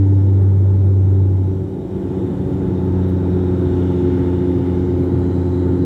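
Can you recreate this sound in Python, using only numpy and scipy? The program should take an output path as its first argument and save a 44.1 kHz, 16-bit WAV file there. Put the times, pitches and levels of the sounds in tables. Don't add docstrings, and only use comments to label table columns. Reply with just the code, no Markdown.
import sys
import numpy as np
from scipy import signal
from scipy.fft import rfft, irfft, next_fast_len
from scipy.io import wavfile
from scipy.ndimage import uniform_filter1d, map_coordinates

SR = 44100
rng = np.random.default_rng(int(sys.argv[2]) if len(sys.argv) > 2 else 0)


def generate_wav(sig):
    pcm = np.round(np.clip(np.atleast_2d(sig).T, -1, 1) * 32767).astype(np.int16)
    wavfile.write(sys.argv[1], SR, pcm)


def boost(x):
    u = np.asarray(x, float) / 20
    return 10 ** u


N = 257982

# start_s, blade_rate_hz, blade_tone_db
NEAR_BLADES = [(0.0, 97.83, -11.5), (0.45, 97, -11.5), (0.9, 96.43, -11.5), (1.2, 96, -12.5),
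               (1.4, 94.9, -15.5), (1.6, 95.06, -21.5), (1.85, 94.27, -36), (2.3, 93.03, -23.5),
               (2.6, 92.9, -27), (2.9, 91.8, -19.5), (3.2, 91.7, -18.5), (3.6, 90.53, -21),
               (4.0, 89.55, -22), (4.6, 89.67, -22.5), (5.5, 89.48, -19), (5.85, 89.8, -20.5)]


def unit(x):
    return x / np.sqrt(np.mean(x ** 2) + 1e-20)


def curves(rows):
    s, *cols = np.transpose(rows)
    return [np.interp(np.arange(N) / SR, s, c) for c in cols]


def wobble(rate_hz):
    knots = rng.standard_normal(int(N * rate_hz / SR) + 4)
    return map_coordinates(knots, [np.arange(N) * rate_hz / SR])


def filtered(x, gain):
    m = next_fast_len(len(x) + 8192)
    return irfft(rfft(x, m) * gain(np.fft.rfftfreq(m, 1 / SR)), m)[:len(x)]


def hump(hz, centre_hz, width_hz):
    return 1 / np.sqrt(1 + (2 * (hz - centre_hz) / width_hz) ** 2)


def band_unit(x, lo_hz, hi_hz):
    return x / np.std(filtered(x, lambda hz: (hz > lo_hz) & (hz < hi_hz)))


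def patches(shape, bins, frames):
    field = uniform_filter1d(rng.standard_normal(shape), size=bins, axis=0)
    return unit(uniform_filter1d(field, size=frames, axis=1))


def turbulence(spectrum, patchy_db, drift_db, peaks=()):
    z = signal.stft(rng.standard_normal(N + 512), nperseg=512)[2]
    eddies_db = patchy_db * patches(z.shape, bins=6, frames=14)
    standing_db = drift_db * patches(z.shape, bins=5, frames=150)
    noise = signal.istft(z * boost(eddies_db + standing_db), nperseg=512)[1][:N]
    f, db = np.transpose(spectrum)

    def colour(hz):
        lift_db = sum((d * hump(hz, c, w) ** 2 for c, w, d in peaks), 0 * hz)
        return boost(np.interp(np.log(hz + 1), np.log(f), db) + lift_db)

    return filtered(noise, colour)


def tone(phase, db, unsteady_db):
    return np.sqrt(2) * boost(db + unsteady_db * wobble(5)) * np.cos(phase)


def gain_db():
    start_s, rise_s, rise_db = 1.62, 0.74, 4.5
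    u = np.clip((np.arange(N) / SR - start_s) / rise_s, 0, 1)
    return rise_db * (1 - np.cos(np.pi * u)) / 2


def layer_db(start_db, gain_share, close_db):
    # start_s, nearness_0_to_1
    lean = [
        (0, 0.1),
        (1.8, 0),
        (2.9, .45),
        (4.15, 0.98),
        (4.9, 0.5),
        (5.85, 0.5),
    ]
    return start_db + gain_share * gain_db() + close_db * curves(lean)[0]


def grips():
    # start_s, whistle_hz, shading_above_6400_hz_db, cavity_db
    holds = [
        (0, 3737, -0.5, -1),
        (1.9, 3620, -0.5, -0.5),
        (2.749, 3684, -2.5, -5),
        (3.65, 3593, .5, 8),
        (5.0, 3930, 0.5, -6),
    ]
    shift_s = 0.34
    s, *cols = np.transpose(holds)
    held = np.maximum(np.searchsorted(s, np.arange(N) / SR) - 1, 0)
    return [uniform_filter1d(c[held], size=int(shift_s * SR), mode="nearest") for c in cols]


def blade_phase():
    return 2 * np.pi * (np.cumsum(curves(NEAR_BLADES)[0]) / SR - .07)


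def hull_db(hz):
    # centre_hz, width_hz, level_db
    modes = [(182.07, 11.9, -30), (194.7, 7, -33), (269.4, 14.3, -28), (286.8, 14, -36.5),
             (358.8, 18.6, -28.5), (377.7, 6, -36), (388.2, 16, -40.5)]
    return gain_db() + 20 * np.log10(sum(boost(db) * hump(hz, c, w) ** 2 for c, w, db in modes))


def near_propeller(blades, roar_db):
    # blade_multiple, fast_db, slowed_db (both re roar)
    weak_orders = [(5, -23, -15), (6, -22, -23), (7, -27, -25), (8, -26, -27), (9, -30, -36),
                   (10, -44, -26), (11, -46, -38), (12, -39, -35), (13, -46, -42)]
    loose_db, settle_db_per_s = -22.5, 36
    rate_hz, boom_db = curves(NEAR_BLADES)
    order_db = {1: boom_db}
    for k in (2, 3, 4):
        order_db[k] = hull_db(k * rate_hz)
    order_db[3] = np.maximum(order_db[3], loose_db - settle_db_per_s * np.arange(N) / SR)
    out = np.zeros(N)
    for k, db in order_db.items():
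        bend_rad = -.7 * (k - 2.3) ** 2
        out += tone(k * blades + bend_rad, db, unsteady_db=.5 if k == 1 else 1.3)
    slowed = np.clip((94 - rate_hz) / 4, 0, 1)
    for k, fast_db, slow_db in weak_orders:
        db = roar_db + fast_db + slowed * (slow_db - fast_db)
        out += tone(k * blades + .5 * wobble(3), db, unsteady_db=2.5)
    return out


def far_propeller(roar_db):
    # blade_multiple, level_re_roar_db
    orders = [(1, -16), (4, -9.5), (5, -17), (6, -21), (7, -32), (8, -27), (9, -30), (10, -31), (12, -36),
              (24, -48)]
    blade_hz = 85.2
    turn = 2 * np.pi * np.arange(N) / SR
    out = np.zeros(N)
    for k, db in orders:
        out += tone(k * blade_hz * turn + .25 * k ** .5 * wobble(2.5), roar_db + db, unsteady_db=2.5)
    return out


def gearboxes(roar_db):
    # pitch_hz, level_db
    whines = [(2396, -72), (2487, -71)]
    turn = 2 * np.pi * np.arange(N) / SR
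    out = np.zeros(N)
    for hz, db in whines:
        out += tone(hz * turn + 1.2 * wobble(2.5), db - 1 + 1.6 * (roar_db + 25.5), unsteady_db=1.5)
    return out


def boundary_roar(roar_db):
    # freq_hz, density_db_per_hz
    roar_spectrum = [(15, -50), (30, -35), (45, -26.5), (60, -4), (85, -6.5), (130, 2), (195, -5),
                     (245, -8.5), (300, -3), (375, -4.5), (440, -13), (530, -17.5), (680, -32.5),
                     (1000, -72)]
    return boost(roar_db) * band_unit(turbulence(roar_spectrum, patchy_db=.6, drift_db=.3), 105, 165)


def wall_rush():
    # freq_hz, density_db_per_hz
    rush_spectrum = [(300, -33), (600, 2.5), (750, 3), (1000, 1), (1200, -3), (1700, -6.5), (2100, -8),
                     (2650, -17), (3100, -12.5), (4300, -23), (6000, -50)]
    # centre_hz, width_hz, lift_db
    wall_modes = [(970, 39, -1.5), (1390, 270, 6), (2520, 120, 2)]
    level_db = layer_db(-53.5, gain_share=0.83, close_db=4.2) + 0.45 * wobble(7.2)
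    noise = turbulence(rush_spectrum, patchy_db=0.38, drift_db=1.0, peaks=wall_modes)
    return boost(level_db) * band_unit(noise, 934, 2600)


def thin_hiss():
    # freq_hz, density_db_per_hz
    hiss_spectrum = [(2500, -30), (4300, -2), (5000, -3), (6200, -3.5), (7600, -4), (8400, -9), (9600, -15),
                     (11500, -45)]
    # centre_hz, width_hz, lift_db
    gap_modes = [(5430, 500, 2.5)]
    level_db = layer_db(-68.1, gain_share=0.44, close_db=2.6) + .3 * wobble(7)
    noise = turbulence(hiss_spectrum, patchy_db=.9, drift_db=1.1, peaks=gap_modes)
    hiss = boost(level_db) * band_unit(noise, 4600, 8200)
    top = filtered(hiss, lambda hz: 1 / (1 + (6400 / (hz + 1)) ** 12))
    return hiss + (boost(grips()[1]) - 1) * top


def window_whistle():
    breath_i, breath_q = [filtered(rng.standard_normal(N), lambda hz: hump(hz, 0, 330) ** 1.5) for _ in "iq"]
    glide = 2 * np.pi * np.cumsum(grips()[0]) / SR
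    whistle = unit(breath_i * np.cos(glide) + breath_q * np.sin(glide))
    level_db = layer_db(-68.5, gain_share=.8, close_db=8)
    return boost(level_db + 0.69 * wobble(9.6) + 1.5 * wobble(40)) * whistle


def high_sizzle():
    # freq_hz, density_db_per_hz
    sizzle_spectrum = [(5000, -30), (8300, -1), (10000, 0), (11500, -3.5), (12800, -4.2), (13900, -3.2),
                       (15500, -6.5), (20000, -12)]
    level_db = layer_db(-72.7, gain_share=.1, close_db=2.2) + .5 * wobble(8)
    return boost(level_db) * band_unit(turbulence(sizzle_spectrum, patchy_db=1.2, drift_db=.7), 9000, 15500)


def pane_cavity():
    level_db = layer_db(-75, gain_share=0.81, close_db=2.5) + grips()[2]
    return boost(level_db) * unit(filtered(rng.standard_normal(N), lambda hz: hump(hz, 2880, 400) ** 2))


def wall_panel():
    ring = filtered(rng.standard_normal(N), lambda hz: hump(hz, 852, 170) ** 3)
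    return boost(layer_db(-50, gain_share=1.3, close_db=1)) * unit(ring)


def buzz_gain(rows):
    catch_s, let_go_s, tire_db_per_s, idle_db = .03, 0.1, 3, -89.5
    t = np.arange(N) / SR
    out = boost(idle_db)
    for s, length_s, db in rows:
        gate = np.clip((t - s) / catch_s, 0, 1) * np.clip((s + length_s - t) / let_go_s, 0, 1)
        out = out + boost(db - tire_db_per_s * (t - s)) * gate
    return out


def loose_trim(blades):
    # centre_hz, width_hz
    pieces = [(6800, 380), (7550, 550)]
    # start_s, length_s, level_db
    buzz_spells = [
        [(0, 1.5, -73), (5.19, .6, -75.5)],
        [(1.5, 1.085, -78), (3.7, .3, -79), (5.19, 0.62, -71)],
    ]
    taps = np.exp(2.3 * (np.cos(blades) - 1))
    out = np.zeros(N)
    for (hz, width_hz), rows in zip(pieces, buzz_spells):
        chatter = taps * boost(1.4 * wobble(45)) * rng.standard_normal(N)
        ring = filtered(chatter, lambda f: hump(f, hz, width_hz) ** 2 + .09 * hump(f, 10000, 5000) ** 2)
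        out += buzz_gain(rows) * unit(ring)
    return out


def phone_brushes():
    # centre_s, length_s, level_db, centre_hz, width_hz
    puffs = [(.432, .014, -66.5, 10200, 5000), (.862, .017, -70, 9800, 3500),
             (1.47, .006, -73, 11000, 8000), (2.22, .012, -71, 7300, 2000), (2.54, .012, -61, 3200, 1500),
             (2.555, .006, -71, 11000, 8000), (2.855, .01, -67, 12000, 7000),
             (3.096, .015, -64, 11500, 9000), (4.99, .035, -69.5, 13500, 6000),
             (5.045, .02, -69, 12500, 7000), (5.19, .006, -65, 10500, 9000)]
    out, t = np.zeros(N), np.arange(N) / SR
    grain = boost(2.5 * wobble(250))
    for s, length_s, db, hz, width_hz in puffs:
        near = slice(int((s - .2) * SR), int((s + .2) * SR))
        puff = unit(filtered(rng.standard_normal(N)[near], lambda f: hump(f, hz, width_hz) ** 3))
        out[near] += boost(db) * np.exp(-((t[near] - s) / length_s) ** 4) * puff
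    return grain * out


def scene():
    blades = blade_phase()
    roar_db = layer_db(-30.5, gain_share=1.01, close_db=0)
    engines = near_propeller(blades, roar_db) + far_propeller(roar_db) + gearboxes(roar_db)
    airflow = boundary_roar(roar_db) + wall_rush() + thin_hiss() + window_whistle()
    cabin = high_sizzle() + pane_cavity() + wall_panel() + loose_trim(blades)
    return (engines + airflow + cabin + phone_brushes())[None]


def roll_off(x):
    return signal.sosfilt(signal.butter(12, 15700, fs=SR, output="sos"), x)


def record(dry):
    return roll_off(dry)


dry = scene()
out = record(dry)
generate_wav(out)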